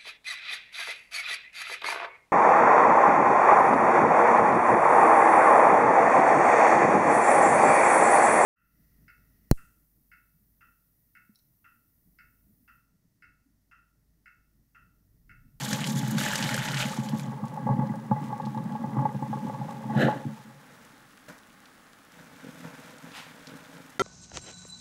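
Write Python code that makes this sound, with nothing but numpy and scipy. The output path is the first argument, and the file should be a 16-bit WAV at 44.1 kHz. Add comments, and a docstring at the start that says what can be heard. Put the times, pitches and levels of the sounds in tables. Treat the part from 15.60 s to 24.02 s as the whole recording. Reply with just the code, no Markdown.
"""Hot water and noodles pour from a pot into a colander in a steel kitchen sink, close to one microphone.
The stream splashes, traps bubbles and throws spray; the run-off drums and pings on the thin basin.
At about 4.4 s the pot scrapes down on the counter. Faint dripping and shuffling follow over the
room tone, until a hard knock sets a pan ringing at 8.4 s. A limiter ducks the loudest peaks."""
import sys
import numpy as np
from scipy import signal
from scipy.fft import rfft, irfft, next_fast_len
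from scipy.io import wavfile
from scipy.ndimage import uniform_filter1d, minimum_filter1d

SR = 44100
rng = np.random.default_rng(int(sys.argv[2]) if len(sys.argv) > 2 else 0)


def put_to_file(sound):
    """Save the sound as 16-bit audio at rate SR, in the file named by the first command-line argument."""
    columns = np.atleast_2d(sound).T  # one column per channel
    safe = np.clip(columns, -1, 1)
    whole_steps = np.round(safe * 32767)
    wavfile.write(sys.argv[1], SR, whole_steps.astype(np.int16))


N = 371322


def amp(db):
    """Decibels to gain."""
    return 10 ** (np.asarray(db) / 20)


def rms_one(x):
    """Scaled to unit rms."""
    return x / np.sqrt(np.mean(x ** 2) + 1e-20)


def filtered(x, order, hz, kind="band"):
    """Band-pass, or another kind of filter, with edges at hz."""
    return signal.sosfilt(signal.butter(order, hz, kind, fs=SR, output="sos"), x)


def gains(rows):
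    """Each dB column of a curve as a gain in time, fading out within 30 ms beyond either end."""
    s, *columns = np.transpose(rows)
    s = np.r_[s[0] - .03, s, s[-1] + .03]
    return [amp(np.interp(np.arange(N) / SR, s, np.r_[-120, db, -120])) for db in columns]


def swells(rows, fall_db_s):
    """Each row climbs 20 dB in its rise time, peaks and dies away; one gain in time per dB column."""
    s, rise_s, *columns = np.transpose(rows)
    since = np.arange(0, N + 40, 40) / SR - s[:, None]
    shape = amp(np.where(since < 0, 20 * since / rise_s[:, None], -fall_db_s * since))
    return [np.interp(np.arange(N) / 40, np.arange(shape.shape[1]), amp(db) @ shape) for db in columns]


def drift(hz):
    """Slow random wander: noise low-passed twice at hz; rms 1."""
    pole = np.exp(-40 * np.pi * hz / SR)
    noise = rng.standard_normal(N // 20 + 4002)   # one value every 20 samples
    slow = signal.lfilter([1], [1, -2 * pole, pole * pole], noise)[4000:]
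    return np.interp(np.arange(N) / 20, np.arange(len(slow)), rms_one(slow))


def grains(per_s, spread_db):
    """Random clicks, a few much larger than the rest; rms 1."""
    sizes = amp(spread_db * np.minimum(rng.exponential(1, N), 5)) * rng.choice([-1, 1], N)
    return rms_one(sizes * (rng.random(N) < per_s / SR))


def colour(x, spectrum):
    """Gives a flat input the spectrum of a table; rms 1."""
    size = next_fast_len(N)
    hz, db = np.transpose(spectrum)
    bin_hz = np.maximum(np.arange(size // 2 + 1) * SR / size, 1)
    shape = amp(np.interp(np.log(bin_hz), np.log(hz), db, left=-90, right=-90))
    return rms_one(irfft(rfft(x, size) * shape, size)[:N])


def ring(clicks, hz, t60):
    """A unit click sets a sine of height 1 ringing."""
    decay, angle = amp(-60 / (t60 * SR)), 2 * np.pi * hz / SR
    return signal.lfilter([0, np.sin(angle)], [1, -2 * decay * np.cos(angle), decay ** 2], clicks + 1e-18)


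def struck(modes, times, peak_db, scatter_db, contact_s, swell_s=0, spot_hz=None):
    """Every blow reaches each mode at its own moment and strength; modes near spot_hz are favoured."""
    starts, out = (np.asarray(times) * SR).astype(int), np.zeros(N)
    chance = rng.standard_normal((len(starts), 2, len(modes)))
    for k, (hz, db, t60) in enumerate(modes):
        clicks = np.zeros(N + SR)
        strength = amp(peak_db + db + scatter_db * chance[:, 0, k])
        if spot_hz is not None:
            strength *= amp(-8 * np.abs(np.log2(hz / spot_hz)))   # 8 dB less per octave away
        late = (np.abs(chance[:, 1, k]) * contact_s * SR).astype(int)
        clicks[starts + late] = strength * np.sign(chance[:, 1, 0])
        out += ring(clicks[:N], hz, t60)
        if swell_s:
            out -= ring(clicks[:N], hz, min(swell_s, t60 / 2))   # softens the attack
    return out


def pattered(modes, per_s, spread_db, shared):
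    """Drops land all over the steel: each mode shares the common drops and has its own too; rms 1."""
    drops = grains(per_s, spread_db) * amp(3.3 * drift(14))   # in clumps
    own = [np.roll(drops, shift) for shift in rng.integers(SR // 4, N, len(modes))]
    return rms_one(sum(amp(db) * ring((shared * drops + near) * rng.standard_normal(N), hz, t60)
                       for (hz, db, t60), near in zip(modes, own)))


def fizz(spectrum, per_s, spread_db, cycles, patchy_db, bed_db):
    """Droplets dealt to ten pitches, each ringing a few cycles, in patches on a bed of hiss; rms 1."""
    drops, dealt, together = grains(per_s, spread_db), rng.integers(0, 10, N), drift(33)
    rings = np.zeros(N)
    for k, hz in enumerate(np.geomspace(spectrum[1][0], spectrum[-2][0], 10)):
        patches = amp(patchy_db * (together + drift(46)))
        rings += patches * rms_one(ring(drops * (dealt == k), hz, cycles / hz)) * np.sqrt(hz)
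    bed = amp(bed_db + patchy_db * together) * rng.standard_normal(N)
    return colour(rms_one(rings) + bed, spectrum)


def pops(rows, cycles, splat_s, rise):
    """Each row is a wet splat and a bubble whose pitch climbs as it nears the surface."""
    out, t = np.zeros(N + 1000), np.arange(1000) / SR
    for s, bubble_db, bubble_hz, splat_db, splat_hz in rows:
        start, turns = int(s * SR), bubble_hz * t
        bubble = np.sin(2 * np.pi * turns * (1 + rise * turns / cycles)) * amp(-60 * turns / cycles)
        splat = filtered(rng.standard_normal(len(t)), 2, [splat_hz / 2, splat_hz * 1.32])
        splat *= np.exp(-t / splat_s)
        out[start:start + len(t)] += amp(bubble_db) * bubble + amp(splat_db) * splat
    return out[:N]


# The microphone's hiss and the still kitchen. Each row: frequency in Hz, relative density in dB.
MIC_SPECTRUM = [(1500, -45), (2700, 0), (6500, -5), (9000, -6.5), (11500, -6), (14800, -16), (15900, -3)]
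ROOM_SPECTRUM = [(12, -49), (20, -8), (81, -7), (264, 3.5), (369, -8.5), (455, -5), (736, -7.5), (835, -2),
                 (947, -11.5), (1070, -3), (1810, -4), (3000, -20.5), (3900, -55), (6600, -120)]


def room_tone():
    """Low room tone all round, with microphone hiss and a faint steady whine at the top."""
    hiss = amp(-65) * colour(rng.standard_normal(N), MIC_SPECTRUM)
    whine = amp(-79) * rms_one(filtered(rng.standard_normal(N), 2, [15400, 15760]))
    return hiss + whine + amp(-57) * colour(rng.standard_normal(N), ROOM_SPECTRUM)


# Bustle about the kitchen. Each row: time in seconds, rustle level in dB.
BUSTLE_CURVE = [(5.0, -65), (5.25, -60), (5.55, -84), (6.45, -78), (6.8, -56.5), (7.2, -54.5), (7.4, -59),
                (7.8, -56), (8.4, -60)]
# Single steps and moves. Each row: peak time and rise time in seconds, footfall, rustle and swish in dB.
MOVES = [(5.685, 0.0044, -48, -47, -52), (6.06, .02, -70, -64, -67), (6.6, 0.12, -51.5, -56.5, -59),
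         (6.85, 0.039, -47.5, -74, -70), (7.045, 0.019, -50, -53, -66), (7.29, 0.13, -55, -63, -63),
         (7.46, 0.05, -49, -57, -61), (7.9, 0.036, -47, -58, -61), (8.155, 0.076, -50, -62, -64)]


def movement():
    """Someone moves about: gains in time for footfall, rustle and swish."""
    bustle, = gains(BUSTLE_CURVE)
    footfall, rustle, swish = swells(MOVES, fall_db_s=172)
    return footfall + amp(0.5) * bustle, rustle + bustle, swish + amp(-2) * bustle


# Feet on the floor and moving cloth. Each row: frequency in Hz, relative density in dB.
FOOT_SPECTRUM = [(24, -53), (40, -20), (86, -37), (108, -13), (168, 4), (199, -9), (271, 2.5), (359, -20.5),
                 (421, -15), (494, -2.5), (750, -45), (980, -54), (1650, -120)]
CLOTH_SPECTRUM = [(350, -74), (600, 16), (728, 4), (850, 12), (1210, 6.5), (1370, 12), (2140, 2.5),
                  (2350, 4), (2800, -28), (3640, -41), (6160, -120)]


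def shuffling(footfall, rustle):
    """Soft steps are sparse low bumps; cloth rubs in dense small catches."""
    feet = footfall * colour(grains(per_s=120, spread_db=2), FOOT_SPECTRUM)
    return feet + rustle * colour(grains(per_s=3000, spread_db=2.9), CLOTH_SPECTRUM)


# Steam and trickle in the colander. Each row: time in seconds, level in dB.
TRICKLE_CURVE = [(1.7, -71), (2.4, -70), (3.6, -61.5), (3.75, -58), (4.25, -62), (4.8, -60.5), (5.05, -76)]
# Brief spurts in it. Each row: peak time and rise time in seconds, peak level in dB.
TRICKLE_SPURTS = [(1.86, .04, -64), (2.63, 0.054, -56.5), (2.86, 0.033, -67), (4.1, 0.039, -64),
                  (4.42, 0.06, -44)]
# Its fine, bright fizz. Each row: frequency in Hz, relative density in dB.
TRICKLE_SPECTRUM = [(1350, 2), (2300, -5.5), (2870, -9.5), (3600, -8.5), (4380, -13.5), (6690, -10.5),
                    (15000, 0)]


def trickle(swish):
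    """Water seeps off the noodles and stray droplets burst; the swish of movement shares the fizz."""
    level = swish + gains(TRICKLE_CURVE)[0] + swells(TRICKLE_SPURTS, fall_db_s=149)[0]
    seep = fizz(TRICKLE_SPECTRUM, per_s=9000, spread_db=3.6, cycles=6, patchy_db=1, bed_db=-41)
    strays = fizz(TRICKLE_SPECTRUM, per_s=250, spread_db=3.2, cycles=6, patchy_db=0.96, bed_db=-30)
    return level * seep + amp(-67) * strays


# Drops among the noodles. Each row: start in seconds, relative level in dB, pitch in Hz.
NOODLE_DRIPS = [(1.8539, -49, 7010), (1.8818, -48.5, 7080), (2.2709, -46.5, 3840), (2.3562, -50, 7450),
                (2.398, -49, 3840), (2.8185, -48, 3510), (2.8523, -44, 3620), (2.859, -41.5, 4100),
                (2.9753, -46, 3800), (3.122, -46, 4650), (3.778, -54, 4060), (4.1084, -47, 5900),
                (4.412, -43, 3950), (5.781, -50, 6900), (6.0563, -44, 4060), (7.383, -44, 6500),
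                (7.518, -42, 4180), (7.871, -35, 3880), (7.895, -45, 3760), (7.971, -50.5, 7030),
                (8.058, -45, 3520), (8.168, -48, 3630), (8.3015, -46, 8050)]


def drips():
    """Single drops burst with a tiny high bubble and a splat."""
    s, db, hz = np.transpose(NOODLE_DRIPS)
    bursts = np.c_[s, db - 4, hz, db + 1.5, 1.1 * hz]
    return pops(bursts, cycles=45, splat_s=0.004, rise=0.15)


# A wet swish close by. Its row: peak time and rise time in seconds, peak level in dB.
SQUELCH_SWELL = [(7.57, 0.075, -41)]
# Its colour. Each row: frequency in Hz, relative density in dB.
SQUELCH_SPECTRUM = [(350, -40), (600, -10), (812, -2.5), (1510, -5.5), (1910, -1.5), (2130, -6),
                    (2660, 0.5), (2880, -5), (3510, -4), (14000, -20)]


def squelch():
    """One soft swell of hiss and droplets."""
    level, = swells(SQUELCH_SWELL, fall_db_s=124)
    return level * fizz(SQUELCH_SPECTRUM, per_s=5000, spread_db=1.7, cycles=11, patchy_db=0.58, bed_db=5)


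# The pot dragged onto the counter. Each row: time in seconds, rumble in dB, rasp in dB.
SCRAPE_CURVE = [(4.3, -58, -64), (4.338, -38, -53.5), (4.418, -22.5, -26), (4.485, -23, -37),
                (4.512, -36.5, -46), (4.62, -45, -56)]
# The colours of the scrape. Each row: frequency in Hz, relative density in dB.
RUMBLE_SPECTRUM = [(71, -29), (120, -23), (276, -1.5), (429, -15), (491, -7.5), (864, -14), (1010, -62),
                   (1400, -18), (1820, -42), (3080, -120)]
RASP_SPECTRUM = [(710, -44), (1200, -8), (1670, 9), (2000, 1), (2180, -12), (2970, -5), (3420, -11.5),
                 (4010, -8.5), (5200, -38), (6500, -27), (13000, -60)]


def pot_scrape():
    """The rim skids in dense uneven slips."""
    rumble, rasp = gains(SCRAPE_CURVE)
    slips = grains(per_s=2500, spread_db=2.2) * amp(1.5 * drift(64))
    return rumble * colour(slips, RUMBLE_SPECTRUM) + rasp * colour(np.roll(slips, SR), RASP_SPECTRUM)


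# A blow on the pan and its bounces. Each row: start in seconds, level in dB.
PAN_BLOWS = [(8.3945, -8), (8.3985, -20), (8.4015, -20), (8.410, -15)]
# The pan's modes. Each row: frequency in Hz, relative level in dB, seconds to fall 60 dB.
PAN_MODES = [(140, -14, .2), (280, -2, .1), (388, -2, .6), (535, -8, .2), (727, -7, .3), (860, -8, .05),
             (970, -9, .3), (1357, 1, .8), (1997, 0, .06), (2385, -10, .04), (3149, -14, .3),
             (3618, -9, .05), (4231, -15, .1), (4533, -14, .04), (5626, -11, .05), (6428, -13, .08),
             (8500, -26, .05), (11000, -30, .05)]


def pan_knock():
    """The pan rings, and its rim rattles on what it hits."""
    s, blow_db = np.transpose(PAN_BLOWS)
    since = np.arange(N) / SR - s[0]
    fade = (since > 0) * amp(-15.5 - 170 * np.maximum(since, 0))
    rattle = filtered(fade * grains(per_s=5600, spread_db=5), 2, [700, 7500])
    pan = struck(PAN_MODES, s, blow_db, scatter_db=0.48, contact_s=0.00035, swell_s=0.0015)
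    return filtered(pan, 3, 110, "high") + rattle   # the knock carries no deep bass


# Run-off under the colander. Each row: time in seconds, drumming in dB, metallic ring in dB.
RUNOFF_CURVE = [(0.0, -34, -40), (0.55, -29.5, -41.5), (0.8, -39, -37), (0.99, -30.5, -42),
                (1.32, -41, -40.5), (1.55, -31.5, -43), (1.9, -40.5, -45), (2.15, -25.5, -41.5),
                (2.45, -40.5, -44.5), (2.7, -36, -41.5), (3.0, -36, -47.5), (3.43, -31, -38),
                (3.58, -41, -46.5), (3.81, -34, -44.5), (4.2, -40, -43.5), (4.47, -33, -40),
                (4.6, -44.5, -44), (4.76, -49.5, -52), (5.45, -68, -76)]
# Heavy gushes that thump the sink. Each row: time in seconds, relative level in dB.
BASIN_GUSHES = [(0.124, -15), (0.211, -19.5), (0.285, -21), (0.342, -16.5), (0.438, -27), (0.478, -17),
                (0.546, -17), (0.615, -19), (0.801, -20), (0.845, -13.5), (0.909, -18.5), (0.975, -18.5),
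                (1.09, -23), (1.249, -18), (1.385, -14.5), (1.477, -22), (1.533, -14), (1.828, -16),
                (2.093, -9.5), (2.208, -20), (2.296, -15.5), (2.51, -9.5), (2.614, -19), (2.68, -20),
                (2.864, -21), (2.965, -19.5), (3.231, -31), (3.367, -10), (3.446, -18), (3.544, -15.5),
                (3.621, -19), (3.697, -20.5), (3.755, -18), (3.848, -16.5), (4.294, -18), (4.358, -12),
                (4.437, -14), (4.652, -14), (4.667, -15.5)]
# Hard drops on the steel. Each row: start in seconds, relative level in dB, favoured pitch in Hz.
HARD_DROPS = [(0.788, -27.5, 622), (1.837, -28, 856), (1.973, -27.5, 850), (2.066, -19, 931),
              (2.088, -17.5, 800), (2.192, -21.5, 861), (2.268, -39, 842), (2.51, -17, 845),
              (2.697, -38, 851), (2.726, -25, 864), (2.796, -24, 834), (2.867, -28.5, 875),
              (2.945, -31, 848), (2.973, -24.5, 860), (3.151, -28.5, 840), (3.237, -25.5, 842),
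              (3.365, -24, 953), (3.385, -18.5, 980), (3.414, -33, 864), (3.451, -17, 875),
              (3.545, -30, 536), (3.622, -27, 905), (3.727, -19.5, 880), (3.866, -27.5, 860),
              (3.894, -23, 850), (3.994, -38, 867), (4.082, -24.5, 850), (4.295, -24, 836),
              (4.481, -16, 860)]
# Low modes of the basin's panels, then higher ones of its walls and the colander.
# Each row: frequency in Hz, relative level in dB, seconds to fall 60 dB.
PANEL_MODES = [(133.8, -6.5, 0.25), (140.6, -1.5, 0.14), (192, 0, 0.063), (216.9, -0.5, 0.16),
               (267, -8.5, 0.095)]
WALL_MODES = [(419.4, -11, 0.083), (511, -9, 0.048), (541.8, -4, 0.084), (838, -3, 0.11),
              (856.6, -3.5, 0.13), (887, -6, 0.071), (963, -5.5, 0.035), (1053, -19, 0.13),
              (1119.5, -13, 0.17), (1176, -9, 0.044), (1640, -13.5, 0.061), (1984, -13, 0.032)]


def basin():
    """Thin steel drummed and pinged by the water that runs through the colander."""
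    drumming, ringing = gains(RUNOFF_CURVE)
    swell_s, lead_s = 0.008, 0.004   # water lands softly, so the ring builds gently; gushes are struck a few ms ahead of their listed times
    gush_s, gush_db = np.transpose(BASIN_GUSHES)
    panels = drumming * pattered(PANEL_MODES, per_s=400, spread_db=1.8, shared=0.8)
    panels += struck(PANEL_MODES, gush_s - lead_s, gush_db - 9.5,
                     scatter_db=2.75, contact_s=0.0012, swell_s=swell_s)
    drop_s, drop_db, spot_hz = np.transpose(HARD_DROPS)
    walls = ringing * pattered(WALL_MODES, per_s=500, spread_db=2.8, shared=0.6)
    walls += struck(WALL_MODES, drop_s, drop_db - 2.5,
                    scatter_db=2.5, contact_s=0.0015, swell_s=swell_s, spot_hz=spot_hz)
    # each hard drop has two smaller ones close behind
    follower_s = (drop_s[:, None] + rng.uniform(0.008, 0.06, (len(drop_s), 2))).ravel()
    walls += struck(WALL_MODES, follower_s, np.repeat(drop_db, 2) - 16.5,
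                    scatter_db=4, contact_s=0.001, swell_s=swell_s)
    panels = filtered(panels, 7, [113, 380])   # small panels radiate nothing below their lowest mode
    # a heavy drop at 2.09 s shakes the counter
    thud = struck([(55, 0, 0.13)], drop_s[4:5], drop_db[4:5] - 24, scatter_db=0, contact_s=0)
    return thud + panels + filtered(walls, 3, [400, 2200])


# The stream in the sink. Each row: time in seconds, splash in dB, spray in dB against the splash.
POUR_CURVE = [(0.0, -44, 6), (0.25, -40, -2.5), (0.3, -49, 4), (0.57, -46, 1.5), (0.62, -37.5, 0),
              (1.17, -39.5, -4.5), (1.28, -44, -1), (1.484, -54, 1.5), (1.62, -56, 3.5), (1.79, -69, -8)]
# Clumps of noodles dropping. Each row: peak time and rise time in seconds, splash level in dB.
NOODLE_SURGES = [(0.128, 0.043, -48), (0.588, 0.019, -42), (1.212, 0.061, -35)]
# The colours of splash and fine spray. Each row: frequency in Hz, relative density in dB.
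SPLASH_SPECTRUM = [(590, 7.5), (1000, -35), (1200, -8.5), (1720, 0.5), (2730, -8), (3020, 1), (3290, -8),
                   (6500, -18.5), (8450, -14), (14300, -120)]
SPRAY_SPECTRUM = [(3240, 2), (5500, -6.5), (6940, -3), (8710, -13), (11700, -11), (14600, -19.5),
                  (15700, -20)]
# Sharp spits of spray. Each row: start in seconds, relative level in dB.
SPRAY_SPITS = [(0.105, -34), (0.319, -33), (0.48, -34), (0.602, -28), (0.734, -31), (0.965, -30),
               (1.116, -42), (1.493, -39), (1.585, -42), (1.608, -43)]
# Slaps of water. Each row: start in seconds, bubble in dB, its pitch in Hz, splat in dB, its band in Hz.
WATER_SLAPS = [(0.130, -21, 1680, -19, 5800), (0.158, -30, 3830, -31, 3830),
               (0.2418, -22.5, 2660, -19, 3900), (0.272, -40, 1760, -22, 6190),
               (0.5088, -37, 1730, -30, 10800), (0.5827, -23.5, 1520, -22, 4230),
               (0.635, -23, 1710, -22.5, 5940), (0.6640, -18, 1650, -29, 2400),
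               (0.7342, -20, 1620, -37, 3600), (0.7558, -22, 1630, -16.5, 5900),
               (0.7884, -29, 1710, -21, 3850), (0.8257, -25, 3940, -18.5, 4380),
               (0.8400, -25, 3130, -22, 4000), (0.8909, -20, 2120, -23, 3500),
               (0.943, -22, 1640, -21, 6160), (0.978, -21, 1440, -30, 3600), (1.0575, -24, 1690, -41, 3710),
               (1.0854, -26, 1820, -17, 3470), (1.1434, -23.5, 1640, -23.5, 5050),
               (1.1715, -34, 1660, -21, 3800), (1.2052, -22, 2950, -36, 3730),
               (1.216, -26, 2950, -38, 3700), (1.226, -21, 3000, -34, 3700), (1.2065, -38, 1500, -19, 2200),
               (1.333, -27.5, 1170, -38, 3000), (1.4874, -37, 3060, -33, 4340),
               (1.5956, -37.5, 2340, -34.5, 6950)]


def pour():
    """Close to the microphone the stream hits noodles and steel, traps bubbles and throws spray."""
    stream, spray_share = gains(POUR_CURVE)
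    surge, = swells(NOODLE_SURGES, fall_db_s=365)
    when, size, pitch, bright = rng.random((450, 4)).T   # 450 bubbles in the first 1.8 s
    trapped = np.c_[1.8 * when, 13 * size - 1, 1350 * 3.2 ** pitch ** 1.5,
                    14 * size - 16, 2500 * 4 ** bright]
    spray = fizz(SPRAY_SPECTRUM, per_s=6000, spread_db=4, cycles=21, patchy_db=3.6, bed_db=-2)
    spray *= (stream + amp(1) * surge) * spray_share
    splash = fizz(SPLASH_SPECTRUM, per_s=1500, spread_db=2, cycles=9, patchy_db=1.5, bed_db=-6)
    bubbles = pops(trapped, cycles=28, splat_s=0.009, rise=0.15)
    spit_rows = [(s, db - 13, 9000, db + 0.5, 11000) for s, db in SPRAY_SPITS]
    spits = pops(spit_rows, cycles=15, splat_s=0.0029, rise=0.1)
    slaps = pops(WATER_SLAPS, cycles=32, splat_s=0.0054, rise=0.18)
    return (stream + surge) * (splash + bubbles) + spray + spits + slaps


def scene():
    """The sink and the kitchen around it, at one microphone."""
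    footfall, rustle, swish = movement()
    sink = pour() + basin()
    kitchen = pot_scrape() + shuffling(footfall, rustle)
    draining = drips() + trickle(swish) + squelch()
    return (sink + kitchen + draining + room_tone() + pan_knock())[None]


def record(dry):
    """A limiter that looks ahead ducks just before loud peaks; then the top is cut."""
    ceiling_db, recovery_db_s, ahead_s, stop_hz = -11.5, 300, 0.012, 15950
    over_db = np.maximum(20 * np.log10(np.abs(dry[0]) + 1e-9) - ceiling_db, 0)
    recovery = recovery_db_s * np.arange(N) / SR
    held_db = np.maximum.accumulate(over_db + recovery) - recovery
    early_db = -minimum_filter1d(-held_db, size=2 * int(ahead_s * SR) + 1)
    limited = dry * amp(-uniform_filter1d(early_db, size=64))
    return signal.sosfilt(signal.cheby2(20, 50, stop_hz, fs=SR, output="sos"), limited)


dry = scene()
out = record(dry)
put_to_file(out)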